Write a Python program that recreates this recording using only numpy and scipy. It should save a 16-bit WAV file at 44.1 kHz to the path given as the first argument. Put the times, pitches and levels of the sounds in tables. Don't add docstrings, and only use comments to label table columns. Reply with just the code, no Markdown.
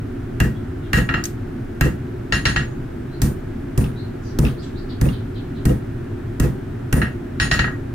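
import sys
import numpy as np
from scipy import signal
from scipy.fft import rfft, irfft
from scipy.io import wavfile
from scipy.ndimage import uniform_filter1d, minimum_filter1d

SR = 44100
rng = np.random.default_rng(int(sys.argv[2]) if len(sys.argv) > 2 else 0)


def bounce(signal):
    frames = np.transpose(np.atleast_2d(signal))
    limited = np.clip(frames, -1, 1)
    pcm = np.round(limited * 32767).astype(np.int16)
    wavfile.write(sys.argv[1], SR, pcm)


N = 350154
AGE = np.arange(SR * 3 // 4) / SR

# (time [s], thud [dB],
# clang that gets through to the anvil [dB], crack [dB], high ring [dB],
# knock of the anvil dropping back [dB])
BLOWS = [(0.4018, -13.5, -27.5, -35.5, -64, -38), (0.932, -12, -16, -29, -35, -28.5),
         (1.81, -12.5, -24, -33.5, -52, -28), (3.218, -15.5, -44, -32.5, -36.5, -48),
         (3.777, -14.5, -52, -39, -39, -40), (4.388, -9.5, -45, -36.5, -37, -32),
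         (5.013, -11.5, -43.5, -39, -38, -26.5), (5.654, -11.5, -37.5, -37.5, -39, -25.5),
         (6.399, -12.5, -36, -35.5, -39.5, -29.5), (6.927, -12, -30.5, -34.5, -32, -29.5)]
# (frequency [Hz], relative level [dB])
CRACK_COLOUR = [(500, -36), (1800, 7.5), (3300, 0.5), (5000, 4.5), (7500, 6.5), (9400, 3.5), (10900, 0),
                (12200, 3.5), (14500, 4.5), (16500, -26)]
# (frequency [Hz], likeness [-1 to 1])
HIT_LIKENESS = [(100, 0.56), (250, 0.9), (500, 0.14), (800, 0), (1400, 0.38), (2500, 0.12), (6000, 0.18),
                (14000, 0)]


def hammer():
    # (time [s], clang level [dB])
    taps = [(1.0892, -27), (1.14, -26), (1.175, -38), (2.323, -20.5), (2.454, -20.5), (2.561, -23),
            (7.017, -26.5), (7.399, -20), (7.513, -20), (7.591, -22.5), (7.642, -29.5), (7.677, -34)]
    out = np.zeros((2, N))
    for s, thud, clang, crack, high_ring, _ in BLOWS:
        add(out, s, hit(*blow(thud, clang, crack, high_ring)))
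    for s, clang in taps:
        add(out, s, hit(*tap(clang)))
    return out


def blow(thud, clang, crack, high_ring):
    cutoff_hz = 2600 * 2 ** ((clang + 29.5) / 55)
    return thud, clang, cutoff_hz, crack, high_ring


def tap(clang):
    harder = clang + 21
    thud = -21.5 + 0.69 * harder
    cutoff_hz = 3980 * 2 ** (harder / 10.5)
    crack = -60 + 2.4 * harder
    high_ring = -41 + 6.5 * harder
    return thud, clang, cutoff_hz, crack, high_ring


def hit(thud, clang, cutoff_hz, crack, high_ring, wood_trim_db=-6.5, tone_trim_db=-1.5,
        tick_trim_db=-4.5, high_trim_db=-4.0):
    # (frequency [Hz], level tapped on the bare face [dB],
    # level struck through the hot steel [dB], 60 dB decay time [s])
    anvil_modes = [(1275, -12, -9, .2), (1365, -9, -9, .2), (1650, -6, -10, .22), (1688, -5, -7, .22),
                   (1897, 0, 0, .24), (2680, -11, -1, .16), (2774, -4, -2, .19), (4027, -13, -10, .12),
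                   (4462, -13, -8, .14), (5415, -1, -8, .2), (6681, 1, -3, .36), (6833, 3, 11, .26),
                   (7671, -7, -3, .3), (7900, -5, -1, .3), (8935, -11, -2, .3), (9484, 1, 1, .29),
                   (9876, -7, -5, .34), (10652, -11, -6, .26), (10960, -11, -12, .2), (11677, -12, -11, .3),
                   (12731, -17, -10, .32), (13652, -15, -5, .32), (14190, -17, -7, .3),
                   (14392, -19, -11, .3), (14578, -15, -5, .3), (14700, -13, -7, .26)]
    # (frequency [Hz], relative level [dB])
    wood_colour = [(25, -40), (60, -15.5), (140, 3.5), (250, 0), (400, -9), (600, -19.5), (1000, -23.5),
                   (2000, -32), (4000, -45)]
    # (frequency [Hz], relative level [dB])
    clang_colour = [(300, -20), (700, -5.5), (1050, -8.5), (1300, -2), (1850, 5), (2100, -6), (2400, -8.5),
                    (2750, -3), (3600, -10), (4100, -0.5), (4900, -5.5), (6500, -5), (9000, 0),
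                    (16000, -37)]

    hz, face_db, work_db, t60 = np.transpose(anvil_modes)
    high = hz > 8500
    cushion = np.clip((thud - clang) / 15, 0, 1)
    mode_db = face_db + cushion * (work_db - face_db)
    mode_db += ~high * 20 * np.log10(contact(hz, cutoff_hz))
    modes = np.column_stack([hz, mode_db, t60])

    wood = burst(wood_colour, 0.14, -0.75, hold=0.058, room_t60=0.3)
    clatter = burst(clang_colour, 0.056, -14.0, hold=0.039, room_t60=0.22, cutoff_hz=cutoff_hz)
    tone = ring(modes[~high], hold=0.002, scatter_db=2.0, diffuse=0.65)
    tick = noise(lambda f: gain_of(read(CRACK_COLOUR, f)), HIT_LIKENESS, len(AGE)) * decay(0.012)
    crackle = burst(CRACK_COLOUR, 0.029, -15.5, hold=0.033, room_t60=0.21)
    swell = 1 - (1 - 0.41) * np.exp(-AGE / 0.011)
    shimmer = ring(modes[high], hold=0.0099, scatter_db=2.5, diffuse=0.51) * swell

    sound = at_level(stand(), thud) + at_level(wood, thud + wood_trim_db)
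    sound = sound + at_level(clatter, clang) + at_level(tone, clang + tone_trim_db)
    sound += at_level(tick, crack + tick_trim_db) + at_level(crackle, crack)
    return sound + at_level(shimmer, high_ring + high_trim_db)


def stand(delay=0.00491, rise=0.0062):
    # (frequency [Hz], relative level [dB], 60 dB decay time [s])
    stand_modes = [(50.8, -4.5, 0.26), (64.4, -1, 0.24), (112, 4, 0.1), (123, -13, 0.58), (140.5, -5, 0.31),
                   (191.4, -18.5, 0.56), (213.3, -14, 0.4), (310.5, -1, 0.024), (485, -28.5, 0.38),
                   (646, -33, 0.32)]
    t = np.maximum(AGE - delay, 0)
    rocking = np.zeros(len(AGE))
    for hz, db, t60 in stand_modes:
        rocking += gain_of(db - 60 * t / t60) * np.sin(2 * np.pi * hz * t)
    return rocking * (1 - np.exp(-t / rise))


def settling(drop_s=0.048, rise=0.0011):
    # (frequency [Hz], relative level [dB], 60 dB decay time [s])
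    knock_modes = [(311, 2.5, 0.11), (417, -2.5, 0.12), (500, -2.5, 0.15), (552, -7, 0.095)]
    out = np.zeros((2, N))
    for s, *_, db in BLOWS:
        knock = ring(knock_modes, scatter_db=3.5, diffuse=0.34, spread=4.65)
        knock *= 1 - np.exp(-AGE / rise)
        add(out, s + drop_s, at_level(knock, db))
    return out


def rod_clicks(ring_trim_db=-1, scrape_trim_db=-4):
    # (time [s], level [dB])
    clicks = [(1.2394, -34.5), (1.254, -34.5)]
    # (frequency [Hz], relative level [dB], 60 dB decay time [s])
    rod_modes = [(3930, -3, 0.027), (5020, -8, .02), (6250, 6, 0.023), (6350, -4, 0.018),
                 (6700, -25, 0.041), (7660, -14.5, 0.06), (9484, -34, 0.18), (13050, -34, .1)]
    out = np.zeros((2, N))
    for s, db in clicks:
        scrape = burst(CRACK_COLOUR, 0.042, -14.5, hold=0.015, room_t60=0.2)
        add(out, s, at_level(ring(rod_modes), db + ring_trim_db) + at_level(scrape, db + scrape_trim_db))
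    return out


def chain(link_trim_db=-1, knock_trim_db=-3):
    # (time [s], level [dB])
    rattles = [(3.812, -50), (3.842, -45.5), (3.864, -54), (4.451, -37.5), (4.467, -41), (4.485, -48),
               (5.055, -48), (5.088, -42), (5.695, -47), (6.441, -47)]
    # (frequency [Hz], relative level [dB], 60 dB decay time [s])
    link_modes = [(2090, -20, 0.022), (2590, 10, 0.026), (2820, 6, 0.03), (3550, -15, 0.018),
                  (5260, -2, .015)]
    # (frequency [Hz], relative level [dB])
    chain_colour = [(500, -26), (1200, 6.5), (2100, -1), (2750, -5.5), (3400, 0.5), (5000, -10.5),
                    (9000, -22), (16000, -17)]
    out = np.zeros((2, N))
    for s, db in rattles:
        knock = burst(chain_colour, 0.0073, -6.5, hold=0.01, room_t60=0.23)
        add(out, s, at_level(ring(link_modes), db + link_trim_db) + at_level(knock, db + knock_trim_db))
    return out


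def bird(buzz_hz=480, unsteady=0.144, echo_t60=0.33, direct=0.37, trim_db=2.5):
    # (start time [s], length [s], start pitch [Hz], end pitch [Hz], level [dB])
    chirps = [(0.532, .064, 3190, 3520, -60), (0.804, 0.085, 3470, 3130, -58),
              (3.087, 0.1, 3730, 4700, -58), (3.94, 0.096, 3650, 4550, -51.5),
              (4.197, 0.15, 6500, 4160, -57.5), (4.559, 0.062, 3440, 5800, -54.5),
              (4.606, .06, 7150, 6100, -58.5), (4.612, 0.041, 4520, 3310, -52),
              (4.743, .06, 3260, 5570, -52.5), (4.878, 0.055, 4370, 3560, -49.5),
              (5.107, 0.063, 4180, 3150, -50), (5.335, 0.07, 4130, 3150, -51.5),
              (5.539, .06, 3970, 3260, -57)]
    out = np.zeros((2, N))
    for s, length, start_hz, end_hz, db in chirps:
        buzz = 0.057 if end_hz > start_hz else 0.19
        t = np.arange(0, length, 1 / SR)
        drift = evened(signal.resample(rng.standard_normal(14), len(t)))
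        flutter = np.sin(2 * np.pi * np.cumsum(buzz_hz * (1 + unsteady * drift)) / SR)
        hz = np.geomspace(start_hz, end_hz, len(t)) * (1 + buzz * (flutter + unsteady * drift))
        note = np.sin(2 * np.pi * np.cumsum(hz) / SR) * np.hanning(len(t))
        paths = rng.standard_normal((2, len(AGE))) * decay(echo_t60)
        paths /= np.linalg.norm(paths[0])
        paths[:, 0] += direct
        echoed = signal.fftconvolve(note[None], paths, axes=1)[:, :len(AGE)]
        add(out, s, at_level(echoed, db + trim_db))
    return out


def workshop(air_db=-29, hum_trim_db=-1):
    # (frequency [Hz], relative level [dB])
    air_colour = [(12, -26), (20, 0.5), (68, -7), (107, 3), (177, -10), (204, -14.5), (277, -5),
                  (310, -14.5), (347, -10), (542, -23.5), (624, -19.5), (1030, -29), (1400, -27.5),
                  (4810, -48), (16000, -57.5)]
    # (centre [Hz], width [Hz], level [dB])
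    hum_bands = [(120, 65, -37.5), (241, 69, -36), (279.5, 27, -42), (348.2, 34.4, -38), (386.6, 40, -42.5),
                 (1600, 490, -53)]
    # (frequency [Hz], likeness [-1 to 1])
    room_likeness = [(60, 0.98), (130, 0.99), (290, 0.92), (640, -0.44), (1410, 0.56), (3100, 0.31),
                     (6820, 0.17), (15000, 0.8)]
    out = gain_of(air_db) * noise(lambda hz: gain_of(read(air_colour, hz)), room_likeness, N)
    for centre_hz, width, db in hum_bands:
        def resonance(hz):
            return 1 / (1 + ((hz - centre_hz) / width * 0.93) ** 2) ** 3.1
        out += gain_of(db + hum_trim_db) * noise(resonance, room_likeness, N)
    return out


def ring(modes, hold=0, scatter_db=8.5, diffuse=0.82, spread=0.62):
    hz, db, t60 = np.transpose(modes)[:, :, None]
    size = gain_of(db + scatter_db * rng.standard_normal(hz.shape)) * fade(hold, t60)
    waves = size * np.exp(2j * np.pi * hz * AGE)
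    phase = 2 * np.pi * rng.random(hz.shape)
    phase = phase + spread * hz / 1000 * rng.uniform(-1, 1, (2, len(hz), 1))
    knots = rng.standard_normal((2, len(hz), 52, 2)) @ [1, 1j]
    paths = np.exp(1j * phase) + diffuse * knots
    step, part = np.divmod(AGE * 64, 1)
    step = step.astype(int)
    flutter = paths[..., step] * (1 - part) + paths[..., step + 1] * part
    return (waves * flutter).real.sum(1)


def burst(colour, direct_t60, room_db, hold, room_t60, cutoff_hz=30000):
    direct = decay(direct_t60)
    room = gain_of(room_db) * (1 - np.exp(-AGE / 0.0018)) * fade(hold, room_t60)
    grain = noise(lambda hz: gain_of(read(colour, hz)) * contact(hz, cutoff_hz), HIT_LIKENESS, len(AGE))
    return grain * np.hypot(direct, room) * (1 - np.exp(-AGE / 0.00087))


def contact(hz, cutoff_hz):
    return 1 / np.hypot(1, (hz / cutoff_hz) ** 4.06)


def noise(gain, likeness, size):
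    hz = np.fft.rfftfreq(size, 1 / SR)
    mid, side = rfft(rng.standard_normal((2, size)))
    same = np.clip(read(likeness, hz), -1, 1)
    mid, side = mid * np.sqrt(1 + same), side * np.sqrt(1 - same)
    return evened(irfft(np.array([mid + side, mid - side]) * gain(hz), size))


def fade(hold, t60):
    return 1 / np.hypot(1, gain_of(np.minimum(60 * (AGE - hold) / t60, 200)))


def decay(t60):
    return gain_of(-60 * AGE / t60)


def gain_of(db):
    return 10 ** (np.asarray(db) / 20)


def evened(x):
    return x / np.sqrt(np.mean(x ** 2) + 1e-20)


def at_level(x, db):
    head = x[..., AGE < 0.08]
    return gain_of(db) * x / np.sqrt(np.mean(head ** 2) + 1e-20)


def read(points, hz):
    f, value = np.transpose(points)
    return np.interp(np.log(hz + 1), np.log(f + 1), value)


def add(mix, s, sound):
    part = mix[:, round(s * SR):][:, :sound.shape[1]]
    part += sound[:, :part.shape[1]]


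def scene():
    return hammer() + settling() + rod_clicks() + chain() + bird() + workshop()


def record(dry, ceiling_db=-4.5, recovery_db_per_s=220, edge_hz=16000):
    over_db = np.maximum(20 * np.log10(abs(dry).max(0) + 1e-9) - ceiling_db, 0)
    fall = np.arange(N) * recovery_db_per_s / SR
    duck_db = fall - np.maximum.accumulate(over_db + fall)
    duck_db = uniform_filter1d(minimum_filter1d(duck_db, size=65), size=65)
    low_pass = signal.firwin(301, edge_hz, window=("kaiser", 9), fs=SR)
    return signal.oaconvolve(dry * gain_of(duck_db), low_pass[None], "same")


dry = scene()
out = record(dry)
bounce(out)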